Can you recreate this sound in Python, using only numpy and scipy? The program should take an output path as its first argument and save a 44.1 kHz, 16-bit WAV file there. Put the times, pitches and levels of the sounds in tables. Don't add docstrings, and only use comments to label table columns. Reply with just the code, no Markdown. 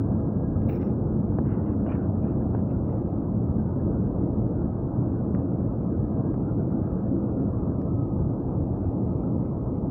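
import sys
import numpy as np
from scipy import signal
from scipy.fft import rfft, irfft
from scipy.io import wavfile
from scipy.ndimage import map_coordinates

SR = 44100
rng = np.random.default_rng(int(sys.argv[2]) if len(sys.argv) > 2 else 0)


def pcm_store(signal):
    levels = np.round(np.clip(np.atleast_2d(signal), -1, 1) * 32767)
    wavfile.write(sys.argv[1], SR, levels.astype(np.int16).T)


N = 436590
T = np.arange(N) / SR
BINS_HZ = np.maximum(np.arange(N // 2 + 1) * SR / N, 1)

# freq_hz, density_db
BODY_COLOUR = [(10, -26), (32, -32.5), (47, -6.5), (63, -9.5), (85, -2), (125, -2.5), (150, -5),
               (200, -4.5), (240, -8), (335, -7.5), (385, -14.5), (500, -16.5), (700, -24), (1000, -33)]
# freq_hz, density_db
WASH_COLOUR = [(500, -17.5), (700, -22.5), (1000, -30.5), (1250, -36.5), (1500, -45.5), (1680, -54),
               (1830, -64), (2600, -69), (3000, -74.5), (3900, -75), (5800, -78), (8000, -83),
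               (13800, -84.5), (15300, -77.5)]
# freq_hz, density_db
TICK_COLOUR = [(500, 2), (1000, 3.5), (1750, 9.5), (2200, -3), (2800, -4.5), (3300, -22), (4500, -25),
               (5500, -25), (7500, -33.5), (13500, -37), (15200, -18)]
# freq_hz, density_db
THUD_COLOUR = [(100, -7.5), (250, 4), (650, 2), (1000, -8), (1400, -15), (1750, -21), (2100, -34.5),
               (2700, -38.5), (3500, -56.5), (6000, -73.5)]
# freq_hz, density_db
STROKE_COLOUR = [(900, -15), (1500, 6.5), (1850, -2), (2150, -1), (2300, -6), (2450, -0.5), (2800, -2),
                 (3150, -20.5), (3700, -10.5), (4400, -25), (5400, -23), (6200, -27.5), (7200, -39),
                 (14000, -35.5)]
# freq_hz, density_db
RUSTLE_COLOUR = [(400, -0.5), (700, 5.5), (1100, 10), (1550, 6), (2000, -7.5), (2250, -11), (2800, -9.5),
                 (3150, -21.5), (3700, -33.5), (6000, -45), (15000, -45.5)]

# centre_hz, width_hz, lift_db
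CABIN_PEAKS = [(118.6, 14, 1.5), (182, 19, 3.5), (272, 32, 4), (352, 7.7, 2), (422, 49, 1), (518, 27, 1.5),
               (645, 27, 3), (844, 40, 1.5), (1257, 76, 3.5)]
# centre_hz, width_hz, lift_db
WHINE_PEAKS = [(1632.5, 15, 16), (1410, 80, 13), (1267, 62, 24), (1025, 70, 5.5)]
# start_s, length_s, rumble_lift_db, roar_lift_db
ROAR_SWELLS = [(0.416, 0.25, 2.3, -1), (0.717, 0.32, -3.5, 1), (1.233, 0.24, 2.5, 0),
               (2.148, 0.36, -0.5, 2), (3.752, 0.38, 3, 1.5), (4.152, 0.44, 1, 1),
               (4.653, 0.14, -2.5, -3.5), (5.3, 0.087, 0.5, 1), (6.24, .06, -2.5, 1.5), (7.1, 0.4, -2, 3),
               (8.154, 0.16, 4, -0.5), (8.325, 0.13, -5, -0.5), (8.774, .12, 2.5, -2), (9.248, 0.1, -6, 4),
               (9.423, .22, -1.5, -1.5)]
# start_s, length_s, lift_db
EDGE_SWELLS = [(4.55, .16, 4.5), (6.677, 0.058, 5.5), (6.86, 0.17, 2.5), (7.32, 0.23, 5.5)]
# start_s, level_db, t60_s, snap_level_db
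TICKS = [(.618, -56, 0.027, -86), (5.349, -53.5, 0.042, -82), (5.396, -63.5, .02, -83),
         (5.596, -68, .02, -91), (6.342, -65, .025, -79.5), (7.817, -58.5, 0.024, -75)]
# start_s, level_db, t60_s
KNOCKS = [(1.387, -23, .022), (1.864, -27.5, .022), (2.549, -25.5, .022), (5.349, -31, 0.027),
          (6.342, -36, 0.034)]
# start_s, length_s, level_db, rise_share, bright_db, ring_hz, ring_db, hiss_db, port_db
STROKES = [(0.682, 0.032, -54, .45, -1, 2340, -1, -27, -3.5),
           (0.707, 0.047, -56.5, 0.4, 1.5, 2550, -4, -26, -11),
           (0.744, .046, -55, 0.2, -3, 2400, -7, -20, -14),
           (0.79, 0.052, -54.5, .55, -5.5, 2150, -10.5, -28, -25),
           (0.837, .08, -60.5, .1, -6, 2650, -14, -23, -19),
           (2.688, 0.071, -65, 0.34, -4, 2750, -11, -27, -17),
           (2.847, 0.14, -71, .4, -3.5, 2300, -12, -21, -12)]
# start_s, length_s, level_db, rise_share, bright_db, ring_hz, ring_db
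RUSTLES = [(1.42, 0.19, -51.5, 0.57, -2, 2040, -14), (1.6, 0.16, -55, 0.6, -1, 2060, -14),
           (1.856, 0.046, -50, 0.3, 0, 2800, -15), (1.88, 0.088, -46, 0.4, 0, 2440, -12.5),
           (1.955, 0.14, -52, 0.1, -2.5, 1510, -7), (2.188, 0.16, -55, 0.7, -5, 2580, -19),
           (2.398, .05, -60, 0.5, -0.5, 1690, -2.5), (2.53, .09, -57.5, 0.4, -1, 1800, -11),
           (2.82, .2, -68.5, 0.46, -10, 1980, -4)]
# start_s, length_s, level_db
SHOVE = (1.865, .08, -38.5)

WHEELS_DB, ENGINES_DB, AIR_DB = -28.0, -28.5, -44.5
DRIFT_DB, BUFFET_DB, EDGE_FLUTTER_DB = 0.04, 0.5, 1.94
LOW_HZ, MID_HZ, HIGH_HZ, HISS_HZ, TREBLE_HZ = 160, 600, 1350, 1800, 3000
FAN_HZ, SETTLE_SHARE, SETTLE_S = 1652, 0.019, 1.0
THROTTLE_BACK_S, EASE_S, COAST_S = 6.33, 0.15, 6.4
WHINE_DB, WALL_DB_PER_OCTAVE = -84, 15
CORE_HZ, CORE_DB, CORE_FADE_DB_PER_S, CORE_DROP_DB, CORE_DROP_S = 215.8, -34.5, 0.73, 11, 0.93
CORE_FOLLOW = 0.26
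SNAP_HZ, SNAP_WIDTH_HZ = 5400, 2200
PRESS_BEND, CATCH_DB = 0.15, 1
TOP_HZ = 15720


def undb(db):
    return 10 ** (np.asarray(db) / 20)


def unit(x):
    return x / np.sqrt(np.mean(x ** 2))


def colour(points):
    hz, db = np.transpose(points)
    return undb(np.interp(np.log(BINS_HZ), np.log(hz), db))


def shape(x, gain):
    return irfft(rfft(x) * gain, N)


def below(hz, order=8):
    return 1 / np.sqrt(1 + (BINS_HZ / hz) ** (2 * order))


def above(hz, order=8):
    return np.sqrt(1 - below(hz, order=order) ** 2)


def bell(hz, width_hz, at_hz=BINS_HZ):
    return 1 / (1 + (2 * (at_hz - hz) / width_hz) ** 2)


def noise(gain):
    return unit(shape(rng.standard_normal(N), gain))


def walk(rate_hz):
    steps = rng.standard_normal(size=8192)
    return np.sqrt(3 / 2) * np.interp(2 * rate_hz * T, np.arange(len(steps)), steps)


def swell(start_s, length_s, rise_share):
    rise_share = np.clip(rise_share, 0.05, 0.95)
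    peak_s = start_s + rise_share * length_s
    return np.interp(T, [start_s, peak_s, start_s + length_s], [0, 1, 0]) ** 0.53


def patchy(x, width_hz, rate_hz, spread_db):
    hz, at_s, spectrum = signal.stft(x, SR, nperseg=512)
    rows, columns = np.meshgrid(hz / width_hz, at_s * rate_hz, indexing="ij")
    grid = rng.standard_normal((256, 1024))
    chance = map_coordinates(grid, [rows, columns], order=1, mode="wrap")
    flickered = signal.istft(spectrum * undb(spread_db * chance), SR)[1]
    return unit(flickered[:N])


def coasting():
    return EASE_S * np.logaddexp(0, (T - THROTTLE_BACK_S) / EASE_S)


def fan_speed():
    settling = 1 - SETTLE_SHARE * np.exp(-T / SETTLE_S)
    return settling * np.exp(-coasting() / COAST_S)


def cabin_gain():
    return undb(sum(lift_db * bell(hz, width_hz) for hz, width_hz, lift_db in CABIN_PEAKS))


def body_gain():
    return colour(BODY_COLOUR) * cabin_gain()


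def wash_gain():
    return colour(WASH_COLOUR) * cabin_gain()


def wheels(drift_db):
    swell_db = sum(rumble_db * swell(start_s, length_s, 0.34)
                   for start_s, length_s, rumble_db, _ in ROAR_SWELLS)
    rumble = noise(body_gain() * below(LOW_HZ))
    return rumble * undb(WHEELS_DB + swell_db + drift_db + BUFFET_DB * walk(9.5))


def engines(drift_db):
    swell_db = sum(roar_db * swell(start_s, length_s, 0.34)
                   for start_s, length_s, _, roar_db in ROAR_SWELLS)
    roar = noise(body_gain() * above(LOW_HZ) * below(MID_HZ))
    return roar * undb(ENGINES_DB + swell_db + drift_db + BUFFET_DB * walk(6))


def air(drift_db):
    rush = noise(wash_gain() * above(MID_HZ) * below(HIGH_HZ, order=16))
    rush = patchy(rush, width_hz=90, rate_hz=18, spread_db=2.0)
    return rush * undb(AIR_DB + drift_db + 0.62 * walk(12))


def upper_rush():
    edge = noise(wash_gain() * above(HIGH_HZ, order=16) * below(HISS_HZ, order=16))
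    edge = patchy(edge, width_hz=90, rate_hz=20, spread_db=7)
    swell_db = sum(lift_db * swell(start_s, length_s, 0.35)
                   for start_s, length_s, lift_db in EDGE_SWELLS)
    return edge * undb(-63.5 + swell_db + EDGE_FLUTTER_DB * walk(15)) * fan_speed() ** 1.3


def hiss():
    lower = noise(wash_gain() * above(HISS_HZ, order=16) * below(TREBLE_HZ, order=16))
    lower = patchy(lower, width_hz=130, rate_hz=22, spread_db=4.0)
    treble = noise(wash_gain() * above(TREBLE_HZ, order=16))
    return lower * undb(-79.5 + 0.9 * walk(14)) + treble * undb(-83.0)


def tone(hz, level_db, waver_share, flutter_db):
    phase = 2 * np.pi * np.cumsum(hz * (1 + waver_share * walk(14))) / SR
    return np.sqrt(2) * np.sin(phase) * undb(level_db + flutter_db * walk(12))


def rotors():
    speed, coast_s = fan_speed(), coasting()
    fan_hz = FAN_HZ * speed
    shaft_hz = fan_hz / 18
    peaks_db = sum(lift_db * bell(hz, width_hz, fan_hz) for hz, width_hz, lift_db in WHINE_PEAKS)
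    whine_db = WHINE_DB - WALL_DB_PER_OCTAVE * np.log2(speed) + peaks_db
    core_hz = CORE_HZ * np.exp(-CORE_FOLLOW * coast_s / COAST_S)
    drop_db = CORE_DROP_DB * (1 - np.exp(-coast_s / CORE_DROP_S))
    core_db = CORE_DB - CORE_FADE_DB_PER_S * T - drop_db
    whine = tone(fan_hz, whine_db, waver_share=0.0018, flutter_db=3.5)
    drone = tone(3 * shaft_hz, core_db - 9.5, waver_share=0.012, flutter_db=3.5)
    glide = tone(10 * shaft_hz, -53, waver_share=0.0068, flutter_db=1.0) * swell(6.7, 0.44, 0.42)
    core = tone(core_hz, core_db, waver_share=0.005, flutter_db=2.5)
    return whine + drone + glide + core


def blows(rows, gain):
    force, rattle = np.zeros(N), rng.standard_normal(N)
    for start_s, level_db, t60_s in rows:
        first = int(start_s * SR)
        span = slice(first, first + SR // 10)
        decay = undb(level_db - 60 * (T[span] - T[first]) / t60_s)
        force[span] += decay * rattle[span]
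        force[first] += np.linalg.norm(decay)
    return shape(force, unit(gain))


def fittings():
    crack_rows = [(start_s, level_db, t60_s) for start_s, level_db, t60_s, _ in TICKS]
    snap_rows = [(start_s, snap_db, t60_s) for start_s, _, t60_s, snap_db in TICKS]
    snap_gain = bell(SNAP_HZ, SNAP_WIDTH_HZ) ** 2
    return blows(crack_rows, colour(TICK_COLOUR)) + blows(snap_rows, snap_gain)


def friction(rows, points, grain_db, patchy_db):
    slips = rng.standard_normal(N) * undb(grain_db * walk(260) + CATCH_DB * walk(40))
    rub = patchy(shape(slips, colour(points)), width_hz=150, rate_hz=45, spread_db=patchy_db)
    upper = shape(rub, above(2100, order=3) ** 2)
    out = np.zeros(N)
    for start_s, length_s, level_db, rise_share, bright_db, *_ in rows:
        pressure = swell(start_s, length_s, rise_share)
        out += pressure * undb(level_db) * (rub + (undb(bright_db) - 1) * upper)
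    return out


def squeaks(rows):
    out = np.zeros(N)
    for start_s, length_s, level_db, rise_share, _, ring_hz, ring_db, *_ in rows:
        pressure = swell(start_s, length_s, rise_share)
        on = pressure > 0
        pitch_hz = ring_hz * (1 + PRESS_BEND * (pressure[on] - 1))
        phase = 2 * np.pi * np.cumsum(pitch_hz) / SR
        out[on] += pressure[on] * undb(level_db + ring_db) * np.sin(phase)
    return np.sqrt(2) * walk(170) * out


def handling():
    port = noise(bell(15350, 800) ** 1.5) * undb(2.2 * walk(200))
    skin = noise(bell(5450, 900) ** 2) * undb(3.3 * walk(120))
    treble = np.zeros(N)
    for start_s, length_s, level_db, rise_share, *_, hiss_db, port_db in STROKES:
        pressure = swell(start_s, length_s, rise_share)
        treble += pressure * (undb(level_db + hiss_db) * skin + undb(level_db + port_db) * port)
    rub = friction(STROKES, STROKE_COLOUR, grain_db=3.0, patchy_db=4.0)
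    return treble + squeaks(STROKES) + rub


def panels():
    return blows(KNOCKS, colour(THUD_COLOUR))


def cloth():
    start_s, length_s, level_db = SHOVE
    shudder = noise(bell(590, 450) ** 2) * undb(level_db + 2.5 * walk(90))
    shudder = shudder * swell(start_s, length_s, 0.35)
    rub = friction(RUSTLES, RUSTLE_COLOUR, grain_db=2, patchy_db=4.0)
    return shudder + squeaks(RUSTLES) + rub


def scene():
    drift_db = DRIFT_DB * walk(1)
    roar = wheels(drift_db) + engines(drift_db) + air(drift_db) + upper_rush() + hiss()
    return (roar + rotors() + fittings() + handling() + panels() + cloth())[None]


def record(dry):
    return signal.sosfilt(signal.ellip(10, 0.2, 80, TOP_HZ, fs=SR, output="sos"), dry)


dry = scene()
out = record(dry)
pcm_store(out)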